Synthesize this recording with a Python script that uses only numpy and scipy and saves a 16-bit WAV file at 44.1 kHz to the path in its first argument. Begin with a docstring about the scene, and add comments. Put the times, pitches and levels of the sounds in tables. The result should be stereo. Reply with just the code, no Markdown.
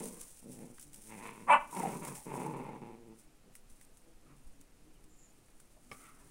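"""An open yard with dry wood chips on the ground: two puppies wrestle some metres from a pair of microphone ports.
Low growls and one sharp yap are voiced by pulses, overtones and breath that ring resonances of the body.
Paws scuffle in the litter as dense random cracks; twigs snap, a hard thing bounces, something scrapes.
Then they calm down to faint grumbles and a few snaps, with an insect's sliding hiss, a bird's falling chirp and
light wind made of filtered noise. Dogs and single ground sounds also echo through the yard."""
import sys
import numpy as np
from scipy import signal
from scipy.fft import rfft, irfft, next_fast_len
from scipy.io import wavfile
from scipy.ndimage import uniform_filter1d

SR = 44100
rng = np.random.default_rng(int(sys.argv[2]) if len(sys.argv) > 2 else 0)


def master_out(mix):
    """Clip the mix to full scale and print it as 16-bit PCM to the path in sys.argv[1]."""
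    frames = np.transpose(np.atleast_2d(mix))
    ceiling = np.clip(frames, -1, 1)
    pcm = np.round(ceiling * 32767).astype(np.int16)
    wavfile.write(sys.argv[1], SR, pcm)


def volts(x):
    """Linear amplitude factor 10**(x/20) for a level x in dB, scalar or array-like."""
    e = np.asarray(x, float) / 20
    return 10 ** e


N = 278006


def evened(x):
    """Normalization: scales a signal to rms 1."""
    return x / np.sqrt(np.mean(x ** 2) + 1e-20)


def read(points, hz):
    """Spectral envelope: interpolates a table on a log-frequency axis."""
    f, value = np.transpose(points)
    return np.interp(np.log(hz + 1), np.log(f + 1), value)


def curve(rows):
    """Control envelope: first sample of a timed table and its columns interpolated at audio rate."""
    s, *columns = np.transpose(rows)
    first = max(round(s[0] * SR), 0)
    end = min(round(s[-1] * SR), N)
    t = np.arange(first, end) / SR
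    return round(t[0] * SR), [np.interp(t, s, c) for c in columns]


def add(mix, at, sound):
    """Superposition: mixes a sound in, in place, from sample at."""
    part = mix[..., at:at + sound.shape[-1]]
    part += sound[..., :part.shape[-1]]


def resonate(x, hz, width):
    """Heterodyne resonance: shifts hz down to zero, smooths twice, shifts back; its gain is 1."""
    turn = np.exp(2j * np.pi * np.cumsum(hz * np.ones(x.shape[-1])) / SR)
    r = np.exp(-np.pi * width / SR)
    return 2 * (turn * signal.lfilter([(1 - r) ** 2], [1, -2 * r, r ** 2], x / turn)).real


def colour(x, gain):
    """Linear filtering: multiplies the spectrum by a function of frequency."""
    size = next_fast_len(x.shape[-1])
    spectrum = rfft(x, size) * gain(np.fft.rfftfreq(size, 1 / SR))
    return irfft(spectrum, size)[..., :x.shape[-1]]


def wobble(size, hz):
    """Low-passed noise: a random drift of rms 1, about hz turns a second."""
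    span = int(SR / hz / 2)
    return evened(uniform_filter1d(uniform_filter1d(rng.standard_normal(size), span), span))


def cavity(x, modes, hz=1):
    """Parallel resonances: a few modes (frequency, width_hz, level_db), shifted together by hz."""
    return evened(sum(volts(db) * resonate(x, f * hz, width) for f, width, db in modes))


def swell(t, peak_s, db, rise_s, fall_s):
    """Exponential envelope: level in dB that gains 10 dB in each rise_s and loses 10 dB in each fall_s."""
    return db - 10 * np.maximum((peak_s - t) / max(rise_s, .002), (t - peak_s) / max(fall_s, .002))


def loudest(levels_db):
    """Incoherent summation: adds levels as powers."""
    return 10 * np.log10(sum(volts(db) ** 2 for db in levels_db))


# effort and mouth movement, a list per growl: time_s, chest_level_db, mouth_opening (0-1), mouth_hz
GROWL_MOTION = [
    [(0.0, -43, 0.56, 950), (0.07, -46.5, 0.46, 1010), (0.11, -54.5, 0.53, 970), (0.18, -54.5, .48, 1110),
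     (0.26, -72, 0.84, 1070)],
    [(0.42, -64, 0.6, 840), (0.46, -49.5, 0.12, 800), (0.56, -54, 0.39, 762), (0.612, -46.5, 0.45, 750),
     (0.73, -57.5, .33, 790), (0.78, -71, 0.7, 790)],
    [(0.92, -75, 0.76, 880), (0.99, -60, 0.55, 830), (1.02, -68, 0.28, 842), (1.085, -56, 0.5, 887),
     (1.118, -51, 0.81, 980), (1.166, -51, 0.61, 800), (1.258, -53.5, 0.98, 1073), (1.364, -58, 0.73, 997),
     (1.44, -52, 0.51, 1000), (1.47, -59.5, 0.5, 996)],
    [(1.45, -62.5, .01, 900), (1.494, -47, .01, 900), (1.566, -52.5, .01, 900), (1.6, -63, 0.08, 900),
     (1.68, -57, 0.2, 900), (1.71, -73, .01, 900)],
    [(1.69, -61.5, 1, 940), (1.71, -63, 1, 1050), (1.778, -41.5, 0.79, 893), (1.864, -41, 0.8, 767),
     (1.93, -43.5, 0.75, 910), (1.962, -43, 0.68, 1010), (2.01, -49.5, 0.36, 930)],
    [(2.0, -62, 0.5, 944), (2.026, -45, 0.76, 970), (2.058, -47, 0.84, 910), (2.092, -46.5, 0.76, 1174),
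     (2.142, -49.5, 0.62, 960), (2.164, -57, 0.89, 905), (2.23, -65, 0.76, 860)],
    [(2.25, -46, 0.5, 920), (2.322, -46, 0.82, 924), (2.352, -42.5, 0.7, 885), (2.442, -44.5, 0.8, 930),
     (2.472, -41.5, 0.59, 950), (2.682, -47, 0.72, 920), (2.704, -43, 0.62, 860), (2.764, -50, 0.77, 890),
     (2.83, -57, 0.47, 900)],
    [(2.81, -46.5, 0.57, 875), (2.92, -49.5, 0.61, 860), (3.018, -57.5, 0.31, 844), (3.132, -52, .42, 876),
     (3.16, -61, 0.04, 860), (3.24, -79, 0.2, 853)],
    [(3.43, -70, .45, 770), (3.47, -65.5, 0.33, 790), (3.5, -66.5, 0.3, 760), (3.54, -85.5, .6, 780)],
    [(4.03, -77.5, 0.28, 800), (4.098, -65.5, 0.37, 750), (4.15, -85, .6, 730)],
    [(4.21, -72, .1, 750), (4.3, -63.5, 0.43, 830), (4.354, -69.5, 0.2, 782), (4.4, -69.5, .42, 786)],
]
# the folds, one row a growl: start_pitch_hz, end_pitch_hz, start_roughness, end_roughness (0 clear, 1 hoarse)
FOLDS = [(182, 170, .5, .58), (118, 108, .42, .34), (108, 112, .12, .45), (115, 115, .5, .5),
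         (165, 180, .62, .62), (158, 136, .5, .58), (142, 130, .48, .4), (115, 111, .26, .08),
         (97, 90, .4, .3), (166, 163, .04, .04), (148, 138, .2, .2)]
# the tract, one row a growl: chest_hz, throat_hz, throat_above_chest_db, teeth_above_mouth_db
TRACTS = [(250, 477, -4, -4.5), (230, 507, -12.5, -6), (226, 467, -11, -1), (220, 240, 0.5, 0.5),
          (220, 440, -7, -8), (220, 474, -10, -5), (220, 435, -4, -8), (227, 410, -6.5, -7),
          (183, 440, -3, -4), (200, 533, 4.5, -2), (170, 305, 2.5, 4)]
# chest resonances: factor_on_chest_hz, width_hz, level_db
CHEST_MODES = [(.9, 170, 27.5), (1.4, 200, -8)]
# mouth resonances: factor_on_mouth_hz, width_hz, level_db
MOUTH_MODES = [(0.99, 330, 7.5), (1.5, 180, -3), (0.5, 120, 1), (.7, 240, -2.5)]
# resonances at the teeth: frequency_hz, width_hz, level_db
TEETH_MODES = [(2230, 910, 10), (1740, 1000, -2.5), (3130, 1900, -4.5)]
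MOUTH_SHUT_DB, MOUTH_OPEN_DB = -30.5, 5.5  # the mouth's ring above the chest
PITCH_WAVER = .06  # rms share of the pitch at roughness 1


def growl(rows, start_hz, end_hz, rough_start, rough_end, chest_hz, throat_hz, throat_db, bared_db):
    """Source-filter principle: slack folds slap unevenly; chest, throat, mouth and teeth ring with each slap."""
    at, (chest_db, opening, mouth_hz) = curve(rows)
    size = len(chest_db)
    rough = np.linspace(rough_start, rough_end, size)
    hz = np.linspace(start_hz, end_hz, size) * (1 + PITCH_WAVER * rough * wobble(size, 12))
    mouth_db = MOUTH_SHUT_DB + (MOUTH_OPEN_DB - MOUTH_SHUT_DB) * opening
    jitter = np.clip(1 + .36 * rough * wobble(size, 90), .3, 3)
    turns = np.cumsum(hz * jitter) / SR
    strength = volts(6 * rough * rng.standard_normal(size).clip(-2, 2))
    slaps = evened(np.diff(np.floor(turns), prepend=0) * strength)
    # breath bursts out at each opening
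    puffs = rough * evened(np.exp(-(turns % 1) / 2.4) * rng.standard_normal(size))
    flap = volts(4.6 * rough * wobble(size, 71))  # loose lips and cheeks flutter
    deep = np.sqrt(flap) * (slaps + 1.0 * puffs)
    hoarse = flap * (slaps + 3.0 * puffs)
    throat = volts(throat_db) * evened(resonate(deep, throat_hz, 200))
    low = cavity(deep, CHEST_MODES, chest_hz) - throat  # in opposite polarity
    voice = evened(low) + volts(mouth_db) * cavity(deep + hoarse, MOUTH_MODES, mouth_hz)
    voice += volts(mouth_db + bared_db) * cavity(hoarse, TEETH_MODES)  # breath is harshest at the teeth
    # a small body radiates no deep bass
    voice = colour(voice, lambda f: 1 / np.hypot(1, (122 / (f + 1)) ** 4))
    return at, volts(chest_db) * voice * signal.windows.tukey(size, .04)


# single slaps that stand out of the growls: start_s, level_db (mouth ring before its decay), ringing_hz
SINGLE_SLAPS = [(1.728, -36, 980), (1.745, -37, 920), (1.798, -33, 935), (1.835, -27.5, 787),
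                (1.851, -30, 767), (2.355, -34, 977), (2.462, -31, 870), (2.511, -41.5, 900),
                (2.566, -40.5, 1003), (2.65, -44, 920), (2.825, -46, 906)]


def hard_slaps():
    """Impulse response: each slap rings the mouth for a few cycles and thumps the throat."""
    out, t = np.zeros(N), np.arange(1500) / SR
    for s, db, hz in SINGLE_SLAPS:
        mouth = np.sin(2 * np.pi * hz * t) * np.exp(-t / 0.0081)
        throat = .5 * np.sin(2 * np.pi * 330 * t) * np.exp(-t / 0.0054)
        add(out, round(s * SR), volts(db) * (mouth + throat) * np.minimum(t / 0.0012, 1))
    return out


# time_s, voice_level_db, squeal_share (0-1), squeal_hz
YAP_MOTION = [(1.468, -56.5, 1, 1043), (1.485, -36, 0.54, 1151), (1.495, -30, 1, 1055),
              (1.505, -18, 0.77, 971.5), (1.518, -21, .09, 995.5), (1.532, -17, .05, 1159),
              (1.543, -20.5, 0.5, 1121), (1.556, -22.5, .74, 913), (1.566, -32.5, 0.82, 976),
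              (1.59, -58.5, 0.9, 928)]
# spectral envelope of overtones and breath: frequency_hz, level_db
YAP_TRACT = [(150, -66), (250, -14.5), (579, -10), (901, -3), (1500, -17.5), (2290, -16), (2690, -18),
             (3050, -29), (3930, -41), (4750, -54), (5930, -57.5), (8950, -36.5), (11000, -59),
             (14300, -86.5), (22000, -120)]
# breath: peak_level_db, rise_db_per_s, sag_db_per_s, further_fall_after_the_end_db_per_s
YAP_BREATH = (-28.5, 1098.5, 110, 500)
BREATH_PEAK_S, BREATH_END_S = 1.496, 1.566
YAP_START_HZ, YAP_HOLD_HZ, YAP_RISE_S = 257, 293.3, .03  # the pitch climbs and settles
YAP_SHIMMER_DB = 4.5  # rms; each overtone flickers on its own


def yap():
    """Biphonation: overtones without their fundamental, an unrelated squeal near 1 kHz, and harsh breath."""
    at, (effort_db, share, squeal_hz) = curve(YAP_MOTION)
    share = np.clip(share, 0, 1)
    size = len(share)
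    t = np.arange(size) / SR
    hz = YAP_HOLD_HZ - (YAP_HOLD_HZ - YAP_START_HZ) * np.exp(-(t / YAP_RISE_S) ** 2)
    peak_db, rise, sag, fall = YAP_BREATH
    s = t + at / SR
    breath_db = peak_db - np.maximum(rise * (BREATH_PEAK_S - s), sag * (s - BREATH_PEAK_S))
    breath_db = breath_db - fall * np.maximum(s - BREATH_END_S, 0)
    turns = np.cumsum(hz * (1 + .018 * wobble(size, 250))) / SR
    clean = np.zeros(size)
    for k in range(2, 36):
        overtone_db = read(YAP_TRACT, k * hz) + YAP_SHIMMER_DB * wobble(size, 43)
        clean += volts(overtone_db) * np.cos(2 * np.pi * k * turns + k * k * 0.24)
    squeal = np.sin(2 * np.pi * np.cumsum(squeal_hz * (1 + .04 * wobble(size, 200))) / SR)
    squeal *= 1 + .3 * np.cos(2 * np.pi * turns)  # the folds chop it, giving sidebands
    breath = colour(rng.standard_normal(size),
                    lambda f: volts(read(YAP_TRACT, f)) / np.hypot(1, (600 / (f + 1)) ** 3))
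    voice = np.sqrt(1 - share) * evened(clean) + np.sqrt(share) * evened(squeal)
    return at, volts(effort_db) * voice + volts(breath_db) * evened(breath)


# faint low sounds that swell and fade: peak_s, level_db, centre_hz
GRUMBLE_SWELLS = [(0.88, -61, 289.8), (3.269, -67, 310), (3.49, -73, 220), (3.68, -69, 239),
                  (4.09, -67, 330), (4.311, -64.5, 280), (4.6, -61.5, 275.7), (4.88, -63.5, 300),
                  (5.08, -66, 305), (5.4, -67.5, 275.2), (5.77, -82.5, 250), (5.92, -61.5, 243.5),
                  (6.03, -63, 272), (6.14, -65.5, 273), (6.26, -61, 270.4)]
GRUMBLE_RISE_S, GRUMBLE_FALL_S = 0.056, 0.054  # over 10 dB
GRUMBLE_VOICED = 1.2  # pulses at half the resonance, against breath


def grumbles():
    """Source-filter principle: soft pulses and breath drive a low resonance tuned anew for each swell."""
    t = np.arange(N) / SR
    peak_s, _, peak_hz = np.transpose(GRUMBLE_SWELLS)
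    level_db = loudest([swell(t, s, db, GRUMBLE_RISE_S, GRUMBLE_FALL_S) for s, db, _ in GRUMBLE_SWELLS])
    nearest = np.round(np.interp(t, peak_s, np.arange(len(peak_s)))).astype(int)
    hz = peak_hz[nearest]
    turns = np.cumsum(hz / 2 * (1 + 0.0326 * wobble(N, 44))) / SR
    pulses = evened(np.diff(np.floor(turns), prepend=0))
    drive = (rng.standard_normal(N) + GRUMBLE_VOICED * pulses) * volts(1.1 * wobble(N, 30))
    voice = evened(resonate(drive, hz, 104)) + .5 * cavity(drive, CHEST_MODES, 190)
    return volts(level_db) * evened(voice)


# paws busy in the litter: time_s, level_db
PAW_LEVEL = [(0.0, -51.5), (0.3, -58), (0.42, -61.5), (0.77, -69), (0.92, -67.5), (1.05, -58), (1.19, -58),
             (1.44, -64.5), (1.68, -63.5), (1.78, -51), (2.2, -56.5), (2.47, -57), (2.55, -65.5),
             (2.8, -74.5), (3.14, -81.5), (3.6, -80.5), (5.5, -74.5), (6.3, -66.5)]
# single kicks into the litter: peak_s, level_db, rise_s, fall_s (both over 10 dB)
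PAW_KICKS = [(0.0, -44, .01, 0.016), (0.07, -45, 0.046, 0.036), (0.21, -50, 0.021, 0.062),
             (0.52, -55.5, 0.019, 0.14), (0.819, -52.5, 0.042, 0.046), (0.95, -55, 0.014, .05),
             (1.02, -58, .05, 0.093), (1.28, -76, 0.09, 0.028), (1.52, -59.5, .03, .04),
             (1.79, -47.5, 0.062, 0.053), (2.09, -49.5, 0.057, 0.044), (2.16, -47, 0.046, 0.023),
             (2.25, -58, .03, 0.044), (2.35, -55, 0.039, 0.12), (3.19, -60.5, 0.025, .05),
             (3.56, -58, .017, 0.025), (3.7, -59.5, 0.0072, .033), (3.831, -63.5, .065, 0.052),
             (3.98, -71.5, .1, .15), (4.53, -73.5, .2, .07), (4.609, -72, .008, .036),
             (5.6, -66.5, .012, 0.038), (5.93, -62, 0.024, 0.069), (6.04, -58, 0.11, 0.045)]
# spectrum of the dry litter, also used by the snaps: frequency_hz, density_db_per_hz
LITTER_SPECTRUM = [(880, -53), (1500, -16), (2250, -15.5), (3470, -14.5), (4350, -15.5), (6080, -6.5),
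                   (6910, -6.5), (9190, 1.5), (13000, -14), (15800, -10)]


def scuffle():
    """Random impulse train: thousands of tiny cracks a second, in clumps, a few of them large."""
    t = np.arange(N) / SR
    steady_db = np.interp(t, *np.transpose(PAW_LEVEL))
    level_db = loudest([steady_db] + [swell(t, *kick) for kick in PAW_KICKS])
    cracks = rng.standard_normal((3, N)) * volts(np.minimum(rng.exponential(1, (3, N)), 5))
    cracks *= rng.random((3, N)) < 6000 / SR  # cracks a second
    # one stream is shared by both channels, the others belong to one each
    both = colour(cracks[0] + 0.64 * cracks[1:], lambda f: volts(read(LITTER_SPECTRUM, f)))
    clumped = evened(both * volts(2 * wobble(N, 43)))
    return clumped * volts(level_db) * volts([[-1.5], [1.5]])


# twigs and chips snapping: start_s, bright_peak_db, woody_above_bright_db, left_minus_right_db
TWIGS = [(0.0556, -38.5, -20, 22.5), (0.17, -50, -10, 6), (0.2136, -33.5, -24, 11), (0.59, -47, -14, 11),
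         (0.7829, -50, 3.5, 5), (0.7964, -39, -26, 12), (0.812, -43, -33, -13), (0.8265, -40, -26, 5),
         (0.9322, -46, -40, 14.5), (0.9436, -34.5, -40, 3), (0.9596, -43.5, -36, 1),
         (1.019, -45.5, -37, 9.5), (1.071, -49.5, -19, -13), (1.094, -49, -9, 17), (1.2727, -40, -20, -1),
         (1.711, -43, -25, 6), (1.736, -40.5, -13, 1), (1.7496, -36, -21, -10), (1.7964, -33.5, -26, -1),
         (1.9185, -43.5, -12, -2), (2.0499, -30, -18, 1.5), (2.0813, -32.5, -16, 4), (2.1535, -38.5, -9, 4),
         (2.3313, -48, -14, -3.0), (2.3481, -46, -19, -1), (2.4672, -45, -9, -13.5),
         (3.553, -36.5, -13.5, 7), (3.705, -54, -19, 6.5), (3.8121, -45, -8, 3.5), (3.849, -49, -24.5, 0),
         (3.9717, -46, -29.5, -7), (4.0172, -53, -11, 0.5), (4.612, -48, -30, -14),
         (5.0407, -52, -21.5, -0.5), (5.4827, -61.5, -0.5, -2.5), (5.601, -44.5, -14, 2.5),
         (5.9155, -51.5, 6, -18.5)]


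def snaps():
    """Transient fracture: a 2 ms bright burst with a short crackling tail and a duller woody tick."""
    out, t = np.zeros((2, N)), np.arange(1800) / SR
    shape = np.minimum(t / 0.000095, 1) * (np.exp(-t / 0.0022) + .15 * np.exp(-t / 0.014))
    for s, db, wood_db, pan_db in TWIGS:
        noise = rng.standard_normal((4, len(t)))
        bright = colour((noise[0] + 0.84 * noise[2:]) * shape, lambda f: volts(read(LITTER_SPECTRUM, f)))
        wood = resonate(noise[1] * shape, 1600, 1830)
        snap = bright / abs(bright).max() + volts(wood_db) * wood / abs(wood).max()
        add(out, round(s * SR), volts(db + pan_db * np.array([[.5], [-.5]])) * snap)
    return out


# a hard thing drops and bounces: start_s, ring_peak_db
BOUNCES = [(5.9147, -36), (5.9198, -38), (5.9285, -43)]
# modes of the hard thing: frequency_hz, level_db, t60_s
BOUNCE_MODES = [(200, 7, 0.032), (526, 10, 0.033), (800, 9, 0.017), (1180, 13.5, 0.027), (2237, 15, 0.04),
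                (5150, 5.5, 0.018)]


def knock():
    """Modal excitation: every bounce is a short crack of noise beside the same decaying modes."""
    out, t = np.zeros(N), np.arange(4000) / SR
    ring = sum(volts(db - 60 * t / t60) * np.sin(2 * np.pi * hz * t) for hz, db, t60 in BOUNCE_MODES)
    for s, db in BOUNCES:
        noise = rng.standard_normal(len(t))
        crack = colour(noise * np.exp(-t / 0.0066), lambda f: 1 / np.hypot(1, (f / 2700) ** 2))
        add(out, round(s * SR), volts(db) * (ring / abs(ring).max() + 0.34 * crack / abs(crack).max()))
    return out


# something drags or taps on the ground: peak_s, level_db, rise_s, fall_s (both over 10 dB), centre_hz
DRAGS = [(4.309, -66, 0.042, 0.033, 1204), (5.771, -62.5, .005, 0.0092, 645),
         (5.94, -67, 0.0055, 0.051, 1252), (6.05, -60.5, 0.089, 0.12, 1288),
         (6.211, -70.5, .05, 0.12, 1030)]
UPPER_DB = -2  # limit for a long fall; short taps excite the upper resonances less


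def scrape(peak_s, db, rise_s, fall_s, hz):
    """Friction noise: dense grit excites a hollow resonance, its upper neighbour and a broad one."""
    t = np.arange(peak_s - .3, peak_s + .3, 1 / SR)
    grit = rng.standard_normal(len(t)) * volts(1.5 * wobble(len(t), 110))
    upper = volts(UPPER_DB) * min(fall_s / 0.18, 1)
    body = resonate(grit, hz, 360)
    body = body + upper * (resonate(grit, 1.54 * hz, 550) + 0.84 * resonate(grit, 1046, 1850))
    level = volts(swell(t, peak_s, db, rise_s, fall_s))
    return round(t[0] * SR), level * evened(body) * signal.windows.tukey(len(t), .1)


# level_db, rise_s, fall_s (both over 10 dB), centre_hz, slide_hz_per_s
INSECT_BUZZ = (-66, .14, .1, 7050, -1500)


def insect():
    """Narrow-band noise: a buzzing hiss in one resonance that slides down."""
    peak_s = 5.235
    db, rise_s, fall_s, hz, slide = INSECT_BUZZ
    t = np.arange(peak_s - .14, peak_s + .08, 1 / SR)
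    buzz = rng.standard_normal(len(t)) * volts(1.6 * wobble(len(t), 100))
    hiss = evened(resonate(buzz, hz + slide * (t - peak_s), 650))
    return round(t[0] * SR), volts(swell(t, peak_s, db, rise_s, fall_s)) * hiss


# one faint falling chirp: length_s, level_db (before its fades), start_pitch_hz, slide_hz_per_s
BIRD_CHIRP = (.05, -75, 3300, -15000)


def bird():
    """Linear frequency sweep: a short sliding sine."""
    start_s = 4.94
    length, db, hz, slide = BIRD_CHIRP
    t = np.arange(0, length, 1 / SR)
    chirp = evened(np.sin(2 * np.pi * (hz + slide * t / 2) * t))
    return round(start_s * SR), volts(db) * chirp * np.hanning(len(t))


# the dogs, off to one side: frequency_hz, left_minus_right_db
DOGS_SIDE = [(100, 3), (500, 0.5), (1000, 5), (2500, 5), (6000, -8.5), (9000, -6), (13000, 0)]
PORT_LAG = 4.08  # samples by which the dogs reach the right port later


def ports(x):
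    """Interchannel level and time difference: the two microphone ports differ in colour and arrival."""
    side = np.array([[.5], [-.5]])
    return colour(x, lambda f: volts(side * read(DOGS_SIDE, f)) * np.exp(2j * np.pi * f * side * PORT_LAG / SR))


# off the ground, woodpile, wall and shed, before the treble loss: delay_s, level_db, left_minus_right_db
YARD_ECHOES = [(.0011, -19.5, -2), (.0023, -17.5, -2.5), (.006, -28.5, -3.5), (.028, -11, -1),
               (0.076, -21, -4), (0.113, -31, 14.5), (0.16, -36, -4.5)]
YARD_T60, YARD_DB = 0.11, -8  # (s), (dB, scatter alone before the treble loss)


def yard(x):
    """Reflection and scattering: single echoes and a thin scatter from ground and trees, unlike in each ear."""
    size = SR // 2
    taps = np.zeros((2, size))
    at = np.arange(300, size - 20, 20) + rng.integers(0, 20, (2, (size - 301) // 20))
    np.put_along_axis(taps, at, rng.choice([-1., 1.], at.shape), 1)
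    taps *= volts(-60 * np.arange(size) / SR / YARD_T60)
    taps *= volts(YARD_DB) / np.linalg.norm(taps[0])
    for s, db, pan_db in YARD_ECHOES:
        add(taps, round(s * SR), volts(db + pan_db * np.array([[.5], [-.5]])))
    echoed = signal.fftconvolve(x[None], taps, axes=1)[:, :N]
    return colour(echoed, lambda f: 1 / np.hypot(1, f / 2500))


# spectrum of the hush: frequency_hz, density_db_per_hz
HUSH_SPECTRUM = [(41, -34), (70, -0.5), (260, -0.5), (312, -3.5), (374, -4.5), (905, -11.5), (1010, -13),
                 (1300, -12.5), (1590, -15.5), (2620, -15.5), (3440, -20), (9330, -20.5), (15700, -30.5)]
# coherence of the hush: frequency_hz, left_right_likeness (0-1)
LIKENESS = [(60, 0.032), (130, 0.12), (290, 0.14), (640, 0.084), (1410, 0.018), (3100, 0.029), (6820, 0.24),
            (15000, 0.46)]
# gusts: peak_s, level_db
WIND_GUSTS = [(0.58, -57), (0.86, -56), (1.6, -51), (2.67, -56), (3.729, -51), (3.95, -54), (4.16, -54),
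              (4.49, -42.5), (4.68, -55.5), (5.58, -54.5), (5.75, -52)]
AIR_DB = -65.5
WIND_DB, WIND_SWAY_DB = -58, 1.5  # breeze on the microphones and the rms of its random sway
GUST_RISE_S, GUST_FALL_S = 0.066, 0.04  # over 10 dB


def air():
    """Partial coherence: outdoor hush and microphone hiss, partly shared, and lumpy wind each port feels alone."""
    left, other = rng.standard_normal((2, N))
    right = colour(left, lambda f: np.clip(read(LIKENESS, f), 0, 1) ** .5)
    right = right + colour(other, lambda f: (1 - np.clip(read(LIKENESS, f), 0, 1)) ** .5)
    hush = evened(colour(np.array([left, right]), lambda f: volts(read(HUSH_SPECTRUM, f))))
    hush *= volts(AIR_DB) * volts(0.27 * wobble(N, 6))  # it swells a little
    rumble = colour(rng.standard_normal((2, N)),
                    lambda f: (f / 9) / (1 + (f / 9) ** 2.5) / np.hypot(1, (f / 60) ** 2))
    t = np.arange(N) / SR
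    breeze_db = WIND_DB + WIND_SWAY_DB * wobble(N, 2)
    level_db = loudest([breeze_db] + [swell(t, s, db, GUST_RISE_S, GUST_FALL_S) for s, db in WIND_GUSTS])
    return hush + volts(level_db) * evened(rumble)


def scene():
    """Superposition: dogs and ground sounds, direct and through the yard, over the air."""
    dogs = hard_slaps() + grumbles()
    near = knock()
    for rows, folds, tract in zip(GROWL_MOTION, FOLDS, TRACTS):
        add(dogs, *growl(rows, *folds, *tract))
    add(dogs, *yap())
    for row in DRAGS:
        add(near, *scrape(*row))
    add(near, *insect())
    add(near, *bird())
    return ports(dogs) + yard(dogs + near) + near + scuffle() + snaps() + air()


def top_cut(x):
    """Nothing passes above the cut-off."""
    return signal.sosfilt(signal.butter(12, 16430, fs=SR, output="sos"), x)


def record(dry):
    """Band limitation: nothing from 15.8 kHz up passes."""
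    mix = colour(dry, lambda f: f < 15800)
    return top_cut(mix)


dry = scene()
out = record(dry)
master_out(out)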